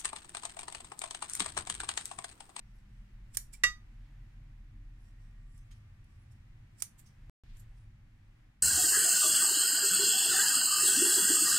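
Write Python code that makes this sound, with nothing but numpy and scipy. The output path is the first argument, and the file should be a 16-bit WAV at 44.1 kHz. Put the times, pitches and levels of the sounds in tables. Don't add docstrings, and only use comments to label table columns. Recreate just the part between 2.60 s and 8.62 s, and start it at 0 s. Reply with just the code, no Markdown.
import sys
import numpy as np
from scipy import signal
from scipy.fft import rfft, irfft, next_fast_len
from scipy.io import wavfile
from scipy.ndimage import uniform_filter1d

SR = 44100
rng = np.random.default_rng(int(sys.argv[2]) if len(sys.argv) > 2 else 0)


def dump(signal):
    limited = np.clip(np.atleast_2d(signal).T, -1, 1)
    pcm = np.round(limited * 32767).astype(np.int16)
    wavfile.write(sys.argv[1], SR, pcm)


N = 265570
SIZE = next_fast_len(N, real=True)
T = np.arange(N) / SR
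MS = np.arange(0, N / SR, .001)


def undb(db):
    return 10 ** (np.asarray(db) / 20)


def level(x, db):
    return x * undb(db) / np.sqrt(np.mean(x ** 2))


def peak_of(sound):
    power = uniform_filter1d(np.mean(sound ** 2, axis=0), size=128)
    return np.sqrt(np.max(power))


def on_log_axis(table, size):
    hz, db = np.transpose(table)
    bins = np.fft.rfftfreq(size, 1 / SR) + 1
    return undb(np.interp(np.log(bins), np.log(hz), db))


def coloured(x, gain):
    return irfft(rfft(x, SIZE) * gain, SIZE)[..., :N]


def noise(table):
    return level(coloured(rng.standard_normal(SIZE), on_log_axis(table, SIZE)), 0)


def causal(table, size=1024):
    ceps = irfft(np.log(on_log_axis(table, size)), size)
    ceps[1:size // 2] *= 2
    ceps[size // 2 + 1:] = 0
    return irfft(np.exp(rfft(ceps)), size)


def band(x, low_hz, high_hz):
    edges = [low_hz, min(high_hz, .45 * SR)]
    return signal.sosfilt(signal.butter(2, edges, "band", fs=SR, output="sos"), x)


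def walk(rate):
    count = int(N / SR * rate) + 2
    return np.interp(T * rate, np.arange(count), rng.standard_normal(count))


def panned(x, pan_db):
    return x * undb(np.array([[pan_db / 2], [-pan_db / 2]]))


SKIRT_DB, SKIRT_STRETCH = -31, 7.0


def swell(s, db, rise, fall):
    away = np.where(MS < s, (s - MS) / rise, (MS - s) / fall)
    return undb(db - 20 * away) + undb(db + SKIRT_DB - 20 * away / SKIRT_STRETCH)


# frequency in Hz, density in dB per Hz (relative).
KITCHEN_COLOUR = [(240, -39), (400, -6), (570, -4), (666, -6), (765, -2), (1030, -3.5), (1440, -2.5),
                  (1840, -0.5), (3160, -10), (5600, -16), (6340, -17), (14400, -26), (16000, -32)]
# frequency in Hz, side minus mid in dB.
KITCHEN_WIDTH = [(60, -26), (110, -24.5), (200, -15), (380, -0.5), (700, 4.5), (1290, -5), (2380, 3),
                 (4400, -0.5), (8120, 0), (15000, 0)]
# frequency in Hz, density in dB per Hz (relative).
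DRONE_COLOUR = [(91, -31.5), (155, 1), (167, -6.5), (204, -3.5), (231, -2.5), (254, -14), (302, -8.5),
                (328, -17.5), (363, -14), (394, -27), (410, -28.5), (530, -56.5), (900, -120)]
DEEP_COLOUR = [(8, -42), (14, -8), (25, -7), (33, -4), (38, -1), (45, -4), (54, -9.5), (64, -23.5),
               (90, -55), (150, -120)]
BOOM_COLOUR = [(35, -33.5), (60, -5.5), (65, -7.5), (92, 0), (108, 5.5), (145, -8), (165, -20), (210, -51),
               (360, -120)]
# time in seconds, deep rumble in dB, boom in dB (both before trims).
RUMBLE_LEVELS = [(0.0, -55, -64), (0.6, -54, -62), (0.9, -54.5, -64), (1.1, -52, -58), (1.3, -58, -61),
                 (1.9, -56, -60), (2.5, -56, -60), (3.1, -56, -57.5), (3.7, -60, -56.5), (4.0, -54, -55),
                 (4.2, -65, -64), (4.6, -54, -59), (4.86, -48, -61), (5.15, -55, -56), (5.6, -58, -59),
                 (6.02, -61, -62)]
HISS_DB, DRONE_DB, SIDE_BOOM_DB = -79.5, -74, -85.5
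RUMBLE_TRIM_DB, RUMBLE_WAVER_DB, RUMBLE_WAVER_PER_S = -3.5, 1.2, 5.5


def hiss_and_drone():
    hiss = undb(HISS_DB + 0.95 * walk(4.1)) * noise(KITCHEN_COLOUR)
    return hiss + undb(DRONE_DB) * noise(DRONE_COLOUR)


def kitchen():
    mid, side = hiss_and_drone(), hiss_and_drone()
    side = coloured(side, on_log_axis(KITCHEN_WIDTH, SIZE))
    side = side + undb(SIDE_BOOM_DB) * noise(BOOM_COLOUR)
    s, deep_db, boom_db = np.transpose(RUMBLE_LEVELS)
    for db, colour in ((deep_db, DEEP_COLOUR), (boom_db, BOOM_COLOUR)):
        waver_db = RUMBLE_WAVER_DB * walk(RUMBLE_WAVER_PER_S)
        mid = mid + undb(np.interp(T, s, db) + RUMBLE_TRIM_DB + waver_db) * noise(colour)
    return np.array([mid + side, mid - side])


# start in seconds, end in seconds, first pitch in Hz,
# last pitch in Hz, level in dB (before the background fade).
HUM_TONES = [(-.2, 3.7, 40.84, 35.83, -54), (-.2, 0.76, 202, 196.9, -72), (-.1, 1.13, 112, 128.2, -66.5),
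             (1.2, 2.22, 131, 138, -65), (1.1, 2.9, 100, 102.8, -66.5), (2.9, 4.15, 86.6, 80.2, -64),
             (1.0, 2.58, 228.4, 224.2, -76.5), (1.2, 2.67, 300.8, 301.2, -85), (2.3, 3.08, 1880, 1879, -85),
             (2.5, 3.9, 1180, 1170, -89), (3.2, 3.4, 876, 803, -92)]


def hums():
    out = np.zeros(N)
    for start, end, first_hz, last_hz, db in HUM_TONES:
        done = np.clip((T - start) / (end - start), 0, 1)
        hz = (first_hz + (last_hz - first_hz) * done) * (1 + .012 * walk(7.3))
        fade = np.clip(5 * np.minimum(done, 1 - done), 0, 1)
        tone = np.sin(2 * np.pi * (np.cumsum(hz) / SR + rng.random()))
        out += fade * undb(db + 0.91 * walk(9)) * tone
    return out


# time in seconds, gain in dB.
BACKGROUND_FADE = [(5.0, 4), (5.5, 2), (5.8, 2.5), (6.02, -1)]


def background():
    return (kitchen() + hums()) * undb(np.interp(T, *np.transpose(BACKGROUND_FADE)))


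# peak in seconds, swell level in dB, centre of the
# scrape in Hz, rise in seconds per 20 dB, fall in seconds per 20 dB.
BLADE_STROKES = [(0.112, -84, 6100, .18, .12), (0.19, -81, 7050, .06, .047), (0.352, -84, 6900, .1, .2),
                 (0.751, -46.5, 8000, .013, .014), (0.938, -49, 7900, .0095, .03),
                 (2.466, -78, 6800, .16, .14), (2.606, -80, 6500, .024, .19), (2.97, -74, 7500, .14, .11),
                 (3.114, -72, 6600, .009, .1), (3.55, -83, 6900, .25, .17), (3.718, -77, 7100, .04, .09),
                 (4.204, -53.5, 7500, .021, .019), (4.394, -52, 9470, .01, .021),
                 (4.468, -67, 6200, .021, .064), (5.0, -65, 9300, .05, .04), (5.202, -80.5, 7000, .1, .075)]
# frequency in Hz, width in Hz, level in dB (used by the snaps only).
BLADE_RESONANCES = [(1620, 300, -19), (5600, 300, -7.5), (7580, 1200, -10), (9430, 450, 3),
                    (11800, 500, -12), (12500, 500, -14)]


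def rubbing():
    swells = [swell(s, db, rise, fall) for s, db, _, rise, fall in BLADE_STROKES]
    swells = np.array(swells) + 1e-12
    centre = np.array(BLADE_STROKES)[:, 2] @ swells ** 2 / np.sum(swells ** 2, axis=0)
    centre = np.interp(T, MS, centre)
    gain = np.interp(T, MS, swells.sum(0))
    slips = rng.standard_normal((2, N)) * undb(0.93 * rng.exponential(size=N))
    out = level(band(slips, 1500., 13000.0), -5)
    for hz in 3000 * 2 ** np.arange(0, 2.6, .5):
        near = np.exp(-(np.log2(hz / centre) / 0.42) ** 2)
        out += level(band(slips, hz / 1.3, hz * 1.1), -3) * near
    for hz, width, _ in BLADE_RESONANCES:
        near = np.exp(-(np.log2(hz / centre) / 0.56) ** 2)
        out += level(band(slips, hz - width / 2, hz + width / 2), -14) * near
    flicker = undb(2.5 * walk(210) - 1.5)
    return panned(gain * flicker * out, -5)


# peak in seconds, pitch in Hz, level in dB (before flutter
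# and pan), length in seconds.
BLADE_SQUEAKS = [(.16, 11300, -84, 0.037), (.948, 2310, -53, 0.012), (2.43, 11050, -85, 0.045),
                 (2.68, 8680, -85, 0.033), (2.935, 10540, -83, 0.043), (2.96, 7600, -82, .04),
                 (3.015, 6200, -80.5, .04), (3.119, 3220, -64.5, 0.0089), (3.122, 6650, -67, 0.016),
                 (3.17, 11100, -83, 0.033), (3.62, 10440, -84.5, 0.063), (3.72, 5420, -80, .02),
                 (4.475, 6390, -67, 0.015), (5.0, 11300, -69.5, .03), (5.21, 9430, -87, .07)]
SQUEAK_FLUTTER_DB, SQUEAK_FLUTTER_PER_S = 3.2, 180


def squeaks():
    out = np.zeros(N)
    for s, hz, db, length in BLADE_SQUEAKS:
        start = int((s - length) * SR)
        t = np.arange(int(2 * length * SR)) / SR
        drift = uniform_filter1d(rng.standard_normal(len(t)), size=200) * np.sqrt(200)
        tone = np.sin(2 * np.pi * np.cumsum(hz * (1 + .02 * drift)) / SR)
        bump = np.exp(-((t - length) / (0.7 * length)) ** 2)
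        out[start:start + len(t)] += undb(db) * bump * tone
    flutter = undb(SQUEAK_FLUTTER_DB * (walk(SQUEAK_FLUTTER_PER_S) - .4))
    return panned(out * flutter, -4.5)


# peak in seconds, swell level in dB, rise in seconds per 20 dB, fall in seconds per 20 dB.
RUSTLE_SWELLS = [(.752, -59, .012, .012), (.945, -72, .028, .033), (1.46, -80, .16, .14),
                 (3.114, -69, .006, .06), (4.95, -73.5, .3, .1)]


def rustle():
    grains = rng.standard_normal((2, N)) * undb(2 * walk(60))
    gain = np.interp(T, MS, sum(swell(*row) for row in RUSTLE_SWELLS))
    return gain * level(band(grains, 1600., 4500.), 3)


LEFT_LAG_S = .0001


def blows(events, modes, colour, crack_db, rattle_db, rattle_t60, scatter):
    out = np.zeros((2, N))
    t = np.arange(SR // 3) / SR
    crack = causal(colour)
    for s, db, pan_db, chatter in events:
        force = t / chatter * np.exp(-2 * t / chatter)
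        force = force + undb(rattle_db - 60 * t / rattle_t60) * np.clip(t / chatter, 0, 1)
        contacts = rng.standard_normal((2, len(t))) * np.sqrt(rng.exponential(size=len(t))) * force
        broad = signal.fftconvolve(contacts, crack[None], axes=1)[:, :len(t)]
        broad = panned(broad, pan_db)
        tones = 0
        for hz, mode_db, t60, mode_pan_db in modes:
            cycles = hz * (t - np.array([[LEFT_LAG_S], [0]]))
            cycles = cycles + rng.random() + scatter * rng.standard_normal((2, 1))
            ring = undb(mode_db - 60 * t / t60) * np.sin(2 * np.pi * cycles)
            tones = tones + panned(ring, mode_pan_db)
        tones = tones * (1 - np.exp(-(t / (.4 * chatter)) ** 2))
        sound = tones / peak_of(tones) + undb(crack_db) * broad / peak_of(broad)
        start = int(s * SR)
        out[:, start:start + len(t)] += sound * undb(db) / peak_of(sound)
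    return out


def blade_modes():
    return [(hz, db, np.log(1000) / (np.pi * width), -8) for hz, width, db in BLADE_RESONANCES]


# start in seconds, peak level in dB (before the stereo tilt), left minus right
# of the crack in dB, chatter in seconds.
SNAP_EVENTS = [(0.7702, -24.5, -5, 0.003), (2.9773, -66, -7, 0.003), (3.1123, -71, -3.5, 0.0026),
               (3.4431, -74, -6, 0.003), (3.72, -70, -14, 0.0028), (4.2218, -26.5, -7, 0.0026),
               (4.9684, -63, 7.5, 0.0036)]
# frequency in Hz, density in dB per Hz (relative).
CRACK_COLOUR = [(300, -25), (800, -27), (1700, -17), (4500, -19.5), (6000, -10), (9500, -7.5),
                (14500, -13.5), (16000, -29)]


def snaps():
    return blows(SNAP_EVENTS, blade_modes(), CRACK_COLOUR,
                 crack_db=4.5, rattle_db=-30.5, rattle_t60=0.12, scatter=0.15)


# start in seconds, peak level in dB, left minus right of the thud in dB, chatter in seconds.
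KNOCK_EVENTS = [(1.0355, -16, -5, 0.0045)]
# frequency in Hz, level in dB (relative), t60 in seconds, left minus right in dB.
DISH_MODES = [(490, -39, .16, -1), (590, -35, .12, -2), (1176, -11, .06, -8), (1228, -19, .24, -6),
              (1240, -24, .2, 0), (1942, 0, .155, -6), (2125, -13, .07, -3), (2762, -9, .12, -4),
              (3724, -13, .18, -2), (3741, -19, .2, 0), (4813, -20, .19, -12), (4829, -26, .2, -6),
              (5641, -22, .14, -2), (5830, -18, .13, -12), (6023, -18, .2, 5), (6654, -36, .14, -10),
              (7343, -18, .15, -7), (7800, -30, .13, -10), (8843, -25, .11, -12), (9717, -35, .14, -18),
              (10430, -35, .11, -18)]
# frequency in Hz, density in dB per Hz (relative).
THUD_COLOUR = [(200, -24), (550, -19), (900, -25), (1300, -11), (2100, -5), (3000, -12), (6000, -14.5),
               (9000, -19), (16000, -32)]


def knocks():
    return blows(KNOCK_EVENTS, DISH_MODES, THUD_COLOUR,
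                 crack_db=-5, rattle_db=-25, rattle_t60=.2, scatter=.03)


# band centre in Hz, t60 in seconds, level in dB.
ROOM_BANDS = [(720, .2, -14), (2000, 0.16, -9), (5000, 0.22, -10), (11000, .19, -10)]


def room(dry):
    t = np.arange(SR // 2) / SR
    onset = np.clip(t / .002, 0, 1)
    tail = 0
    for hz, t60, db in ROOM_BANDS:
        decay = onset * np.exp(-np.log(1000) * t / t60)
        decay = decay / np.sqrt(np.sum(decay ** 2))
        scatter = band(rng.standard_normal((2, len(t))), hz / 3.8, hz * 1.3)
        tail = tail + undb(db) * scatter * decay
    return signal.fftconvolve(dry.mean(0)[None], tail, axes=1)[:, :N]


# frequency in Hz, left minus right in dB.
STEREO_TILT = [(700, -2), (1600, -2), (3000, 1), (5600, 0), (7500, -3), (9400, -7), (12000, 6), (14500, 3)]


def shaded(x):
    half = np.sqrt(on_log_axis(STEREO_TILT, SIZE))
    return coloured(x, np.array([half, 1 / half]))


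def scene():
    behind = background()
    steel = rubbing() + snaps()
    thin = squeaks()
    glass = knocks()
    echoes = room(steel + undb(-12) * (glass + thin))
    return shaded(steel + echoes) + thin + glass + rustle() + behind


# its start and its end, both in seconds.
SILENCE_S = (4.69694, 4.83627)
TOP_HZ = 16100


def record(dry):
    running = (T < SILENCE_S[0]) | (T >= SILENCE_S[1])
    low_pass = signal.ellip(10, .2, 80, TOP_HZ, fs=SR, output="sos")
    return signal.sosfilt(low_pass, dry * running)


dry = scene()
out = record(dry)
dump(out)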